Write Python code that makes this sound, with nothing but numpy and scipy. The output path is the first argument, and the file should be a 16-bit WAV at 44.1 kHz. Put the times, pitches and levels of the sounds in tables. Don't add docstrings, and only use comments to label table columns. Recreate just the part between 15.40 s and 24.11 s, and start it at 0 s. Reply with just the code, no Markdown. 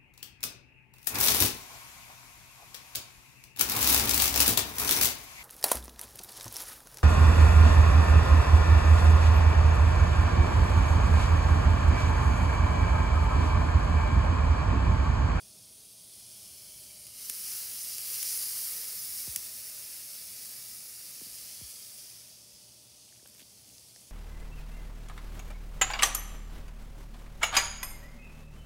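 import sys
import numpy as np
from scipy import signal
from scipy.fft import rfft, irfft, next_fast_len
from scipy.io import wavfile
from scipy.ndimage import uniform_filter1d

SR = 44100
rng = np.random.default_rng(int(sys.argv[2]) if len(sys.argv) > 2 else 0)


def decibels_to_gain(level_db):
    exponent = np.asarray(level_db, float) / 20
    return 10 ** exponent


def unload_wav(signal):
    wavfile.write(
        sys.argv[1],
        SR,
        np.round(np.clip(np.atleast_2d(signal).T, -1, 1) * 32767).astype(np.int16),
    )


N = 384111
EDGE_HZ = 15730


def evened(x):
    return x / np.sqrt(np.mean(x ** 2) + 1e-20)


def read(points, hz):
    f, value = np.transpose(points)
    return np.interp(np.log(hz + 1), np.log(f + 1), value)


def bump(hz, centre_hz, width_hz):
    return 1 / (1 + (2 * (hz - centre_hz) / width_hz) ** 2)


def add(mix, start_s, sound):
    part = mix[round(start_s * SR):][:len(sound)]
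    part += sound[:len(part)]


def causal(gain_db):
    cepstrum = irfft(np.log(decibels_to_gain(np.maximum(gain_db, -100))))
    half = len(cepstrum) // 2
    cepstrum[1:half] *= 2
    cepstrum[half + 1:] = 0
    return irfft(np.exp(rfft(cepstrum)))


def drift(shape, bins, frames):
    field = uniform_filter1d(rng.standard_normal(shape[::-1]).T, max(round(bins), 1), 0)
    return evened(uniform_filter1d(field, max(round(frames), 1), 1))


def bursts(per_s, spread_db):
    when, size, sign = rng.random(N), rng.exponential(1, N), rng.choice([-1., 1.], N)
    return evened((when < per_s / SR) * sign * decibels_to_gain(spread_db * np.minimum(size, 4)))


def ringing_snap(hz, cycles, peak_db):
    t = np.arange(2400) / SR
    grit = rng.standard_normal(2400)
    turns = t * hz / cycles
    ring = np.sin(2 * np.pi * hz * t + .15 * grit) * turns * np.exp(-2.5 * turns)
    return decibels_to_gain(peak_db) * ring / abs(ring).max()


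def yard():
    # hz, density_db
    traffic = [(35, -33), (60, 5), (119, -2.5), (146, -5.5), (186, -2), (569, -8), (617, -12), (678, -8),
               (949, -13.5), (1500, -20.5), (1950, -41), (3300, -120)]
    # hz, width_hz, level_db
    fan_tones = [
        (119.6, 14, -76),
        (187, 63, -77),
    ]
    # time_s, pitch_hz, level_db
    whine = [(0, 618, -80), (.7, 636, -78), (1.3, 602, -74.5), (2.2, 610, -80.5), (3.4, 612, -75.5),
             (4.3, 610, -73), (6.3, 605, -80.5), (7.0, 604, -74.5), (8.71, 610, -79.5)]
    traffic_db, swell_depth_db, waver_depth_db = -66, -1.5, 1.8
    hum_hz, hum_db, whine_clean_db = 118, -77.5, -2

    hz, t, z = signal.stft(rng.standard_normal(N), SR, nperseg=4096)
    wash = decibels_to_gain(read(traffic, np.maximum(hz, 65)))
    wash *= decibels_to_gain(traffic_db) / np.sqrt(np.mean(wash ** 2))
    time_s, *tracks = np.transpose(whine)
    whine_hz, whine_db = (np.interp(t, time_s, track) for track in tracks)
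    waver_db, swell_db = drift((2, len(t)), bins=1, frames=12) * [[waver_depth_db], [swell_depth_db]]
    whine_db = whine_db + waver_db
    flutter_db = 0.96 * drift(z.shape, bins=8, frames=4)
    wash = wash[:, None] * decibels_to_gain(flutter_db + swell_db * bump(hz[:, None], 60, 380))

    for tone_hz, width_hz, db in fan_tones + [(whine_hz, 18, whine_db - 5.5)]:
        wander_hz = tone_hz * (1 + 0.0032 * drift((1, len(t)), bins=1, frames=15))
        line = bump(hz[:, None], wander_hz, width_hz)
        line = line * decibels_to_gain(0.69 * drift((1, len(t)), bins=1, frames=4))
        wash = np.hypot(wash, decibels_to_gain(db) * line * np.sqrt(2 * SR / (np.pi * width_hz)))
    fuzzy = signal.istft(z * wash, SR, nperseg=4096)[1][:N]

    now = np.arange(N) / SR
    jitter_hz = 12 * drift((1, N), bins=1, frames=1500)[0]
    whine_turns = np.cumsum(np.interp(now, t, whine_hz) + jitter_hz) / SR
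    whine_gain = decibels_to_gain(np.interp(now, t, whine_db) + whine_clean_db)
    clean_whine = whine_gain * np.sqrt(2) * np.sin(2 * np.pi * whine_turns)
    hum_turns = np.cumsum(hum_hz + 0.301 * jitter_hz) / SR
    hum = decibels_to_gain(hum_db) * np.sqrt(2) * np.sin(2 * np.pi * hum_turns)
    return fuzzy + clean_whine + hum


def board_creak():
    out = np.zeros(N)
    add(out, 1.5, ringing_snap(hz=2320, cycles=38, peak_db=-60.5))
    return out


def film():
    # start_s, length_s, crackle_db
    rustles = [
        (7.66, 0.19, -68),
        (7.85, 0.12, -61),
        (7.936, 0.11, -57),
        (8.06, 0.52, -66),
    ]
    # start_s, peak_db, pitch_hz
    snaps = [(7.69, -50, 3200), (7.724, -54, 1750), (7.76, -49, 2800), (7.795, -58, 1750),
             (7.858, -52, 1600), (7.859, -48, 3020), (7.875, -32, 11400), (7.885, -38, 10500),
             (7.899, -38, 12000), (7.94, -55, 4006), (7.943, -43, 9490), (7.967, -42, 12500),
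             (7.994, -40, 10200), (7.995, -49, 2700), (8.004, -49, 3100), (8.015, -46, 3000),
             (8.027, -43, 3320), (8.07, -46, 12000), (8.13, -48, 11000), (8.257, -41, 8290),
             (8.291, -40, 5500), (8.382, -36, 5270), (8.396, -37, 8040), (8.484, -45, 4810),
             (8.5605, -52, 1850), (8.3, -54, 2800), (8.5607, -37, 6300), (8.61, -40, 9390)]
    t = np.arange(N) / SR
    pull = np.zeros(N)
    for start_s, length_s, db in rustles:
        phase = np.clip((t - start_s) / length_s, 0, 1)
        pull += decibels_to_gain(db) * abs(np.sin(np.pi * phase))
    crackle = pull * bursts(per_s=560, spread_db=4)
    out = signal.lfilter(*signal.butter(2, [1500, 15000], "band", fs=SR), crackle)
    for start_s, peak_db, hz in snaps:
        cycles = 1.6 * (1 + (1500 / hz) ** 2)
        add(out, start_s, ringing_snap(hz, cycles, peak_db))
    return out


def knocks():
    # start_s, peak_db, felt_below_hz, felt_above_hz, softness
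    blows = [(3.8722, -42, 80, 30, 3), (3.9597, -55, 150, 40, 2.9), (1.897, -59, 400, 150, 3.8),
             (5.811, -49.5, 328, 198, 5.4), (5.857, -59, 260, 170, 8.8), (6.2093, -46, 90, 48, 3.3),
             (7.823, -58.5, 430, 340, 8), (7.854, -56, 700, 450, 6), (7.885, -63, 250, 130, 6.3),
             (7.944, -64, 300, 170, 6.5), (8.015, -57, 350, 150, 4.6), (8.559, -61, 680, 540, 9.8)]
    out, hz = np.zeros(N), np.fft.rfftfreq(8192, 1 / SR) + 1
    for start_s, peak_db, top_hz, low_hz, softness in blows:
        top_loss_db = 10 * np.log10(1 + (hz / top_hz) ** softness)
        low_loss_db = 10 * np.log10(1 + (low_hz / hz) ** 8)
        push = causal(-top_loss_db - low_loss_db)[:4000]
        add(out, start_s, decibels_to_gain(peak_db + 5) * push / abs(push).max())
    return out


def pops():
    # start_s, peak_db, tail_db, tail_t60_s
    cracks = [
        (0.7964, -35, -22, 0.02),
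        (1.667, -26.5, -20, 0.02),
        (1.8967, -11.5, -20, 0.024),
        (2.5813, -19, -16, 0.022),
        (2.8266, -19.5, -8, 0.02),
        (3.9599, -8, -19, 0.018),
    ]
    # hz, density_db
    crack_colour = [(300, -24), (1100, -27.5), (2500, -12), (4300, -17), (5200, -10.5), (6800, -6.5),
                    (8300, -7.5), (9800, -2.5), (12200, -7), (15000, -7), (16000, -10), (16900, -54)]
    crack = causal(read(crack_colour, np.fft.rfftfreq(1024, 1 / SR)))[:400]
    out, t = np.zeros(N), np.arange(1500) / SR
    for start_s, peak_db, tail_db, t60_s in cracks:
        taps = rng.standard_normal(1500) * (t > .0004) * decibels_to_gain(tail_db - 60 * t / t60_s)
        taps[0] = 1
        pop = np.convolve(taps, crack)
        add(out, start_s + .0009, decibels_to_gain(peak_db) * pop / abs(pop).max())
    return out


def sizzle():
    # time_s, level_db
    nearness = [(0, -54.5), (.5, -53), (1.0, -49.5), (1.72, -49.5), (1.82, -42.5), (2.0, -39),
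                (2.62, -39.5), (2.72, -36), (3.3, -36.5), (3.6, -39), (3.92, -40), (4.2, -42.5), (5.4, -45),
                (6.1, -45), (6.6, -48), (7.05, -55), (7.8, -57), (8.71, -55.5)]
    # hz, density_db
    hiss = [
        [(1600, -20.5), (2600, -12.5), (3700, -4.5), (4600, -1), (5200, -0.5), (6500, -2.5), (7300, -6),
         (8300, -2), (9300, 3), (11000, -0.5), (12000, -6), (15000, -8)],
        [(500, -21.5), (1000, -20), (1600, -14.5), (2600, -12.5), (3700, -9.5), (4600, -2.5), (5200, 0.5),
         (6500, -4), (7300, -5.5), (8300, -3.5), (9300, 1), (11000, 3), (12000, -0.5), (15000, 1)],
        [(1600, -18.5), (2600, -8.5), (3700, -6), (4600, 1), (5200, 1), (6500, 0), (7300, -4.5), (8300, -1.5),
         (9300, -1.5), (11000, -3.5), (12000, -9), (15000, -10)],
    ]
    # hz, width_hz, lift_db
    hollows = [(472, 53, 14), (610, 27, 8), (820, 40, 2), (1260, 56, 9.5), (1720, 70, 2.5),
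               (2170, 230, 3.5), (4175, 320, -2), (4700, 240, 0.5)]
    # start_s, lift_db, rise_s, fade_s, bubble_hz
    surges = [(1.28, 1, .12, 0.18, 13000), (1.74, 1, .05, .1, 4500), (2.02, 3, 0.069, .15, 5500),
              (2.08, 2.5, .1, .08, 13500), (2.36, 2, .05, .1, 11000), (2.46, 3, 0.076, 0.14, 5570),
              (2.66, 1.5, 0.055, 0.12, 14000), (2.74, 3, 0.13, .1, 5700), (2.85, 3, 0.088, .2, 9800),
              (3.15, 1.5, .05, .15, 12000), (3.68, 2.5, .08, 0.17, 13000), (4.9, 1.5, 0.068, .15, 5500),
              (4.98, 1.5, 0.074, 0.18, 13000), (5.85, 1, .15, 0.18, 12500), (6.5, 1, 0.19, .2, 4800)]
    # time_s, bearing (0 beside, 1 above, 2 away), reflection_hz, reflection_strength
    hand = [(0, .05, 3350, .8), (.8, 0.11, 3280, 0.81), (1.3, .4, 3130, 1.7), (1.72, 0.27, 2880, 1.7),
            (1.85, 0.69, 2850, 0.86), (2.9, 0.85, 2880, 0.45), (4.0, 1.16, 2640, 0.54),
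            (5.2, 1.29, 2570, 0.78), (5.7, 1.28, 2650, 0.75), (6.1, 1.48, 3080, 0.48),
            (6.6, 1.48, 3350, 0.42), (7.0, 1.85, 3400, 0.63), (7.7, 2, 3350, .9), (8.0, 1.82, 3350, .1),
            (8.71, 1.9, 3370, 0.71)]
    # multiple_of_main, width_hz, lift_db
    reflections = [
        (.74, 180, 3.5),
        (1.01, 360, 4.5),
        (1.22, 350, -4),
    ]

    hz, t, z = signal.stft(bursts(per_s=14000, spread_db=2.5), SR, nperseg=1024, noverlap=896)
    column_hz = hz[:, None]
    time_s, *tracks = np.transpose(hand)
    bearing, main_hz, strength = (np.interp(t, time_s, track) for track in tracks)
    bearing = np.clip(bearing, 0, 2)
    shares = np.array([np.maximum(1 - abs(bearing - k), 0) for k in range(3)])
    above = shares[1]

    colour_db = np.transpose([read(spectrum, hz) for spectrum in hiss]) @ shares
    hollows_db = sum(db * bump(hz, f, width_hz) for f, width_hz, db in hollows)
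    colour_db += hollows_db[:, None] * above
    colour_db -= 10 * np.log10(1 + (500 / (column_hz + 1)) ** 3)
    for multiple, width_hz, db in reflections:
        colour_db += strength * db * bump(column_hz, multiple * main_hz, width_hz)

    power = decibels_to_gain(2 * colour_db) / len(hz)
    found_db = 10 * np.log10(power[(hz > 4000) & (hz < 15500)].sum(0))
    colour_db += np.interp(t, *np.transpose(nearness)) - found_db

    for start_s, db, rise_s, fade_s, bubble_hz in surges:
        rising = (t - start_s) / rise_s
        fading = 1 + (start_s + rise_s - t) / fade_s
        flare = np.clip(np.minimum(rising, fading), 0, 1)
        colour_db += db * flare * (0.2 + bump(column_hz, bubble_hz, 0.62 * bubble_hz))

    combs_db = 1.6 * drift(z.shape, bins=2.4, frames=91.4)
    patches_db = 0.38 * drift(z.shape, bins=25, frames=17)
    spits_db = 0.38 * drift((1, len(t)), bins=1, frames=11) * (0.49 + 0.5 * above)
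    z = z * decibels_to_gain(colour_db + combs_db + patches_db + spits_db)
    return signal.istft(z, SR, nperseg=1024, noverlap=896)[1][:N]


def scene():
    return np.tile(yard() + board_creak() + film() + knocks() + pops() + sizzle(), (2, 1))


def recorder_filters(x):
    size = next_fast_len(N + SR)
    hz = np.fft.rfftfreq(size, 1 / SR)
    lag = np.exp(-2j * np.pi * 1.89 * np.log(hz + 39))
    rumble_cut = signal.sosfilt(signal.butter(6, 58, "high", fs=SR, output="sos"), x)
    heard = rfft(rumble_cut, size) * lag
    mid = irfft(heard * (hz < EDGE_HZ), size)[:N]
    top = irfft(heard * ((hz >= EDGE_HZ) & (hz < 16750)), size)[:N]
    loud = 200. * (abs(mid) > .24)
    gate = uniform_filter1d(uniform_filter1d(loud, 200), 200)
    return mid + .3 * top * np.minimum(gate, 1)


def side_flecks(mid):
    # centre_s, from_hz
    flecks = [(.321, 7600), (.932, 11000), (1.187, 5200), (1.584, 11000), (1.858, 5200), (1.858, 6400),
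              (1.858, 9000), (1.858, 12400), (1.858, 14400), (2.413, 5700), (2.487, 10300), (2.487, 14500),
              (2.747, 5700), (2.747, 12400), (2.814, 4300), (2.814, 5200), (3.597, 4700), (3.597, 5700),
              (3.925, 6900), (4.255, 5700), (4.255, 9600), (4.487, 8300), (4.946, 7900), (4.946, 10600),
              (5.177, 4300), (5.177, 6300), (6.04, 10300), (7.149, 4800), (7.64, 10300)]
    side, hz = np.zeros(N), np.fft.rfftfreq(2048, 1 / SR)
    window = signal.windows.kaiser_bessel_derived(2048, 4 * np.pi) ** 2
    for centre_s, low_hz in flecks:
        band = (hz > low_hz) & (hz < min(low_hz + 1350, EDGE_HZ - 100))
        start = round(centre_s * SR) - 1024
        heard = irfft(rfft(mid[start:start + 2048]) * band)
        noise = evened(irfft(rfft(rng.standard_normal(2048)) * band))
        add(side, start / SR, decibels_to_gain(-2.3) * np.std(heard) * window * noise)
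    return side


def band_limit(x):
    return signal.sosfilt(signal.butter(12, 16860, fs=SR, output="sos"), x)


def record(dry):
    mid = recorder_filters(dry[0])
    side = side_flecks(mid)
    return band_limit(np.array([mid + side, mid - side]))


dry = scene()
out = record(dry)
unload_wav(out)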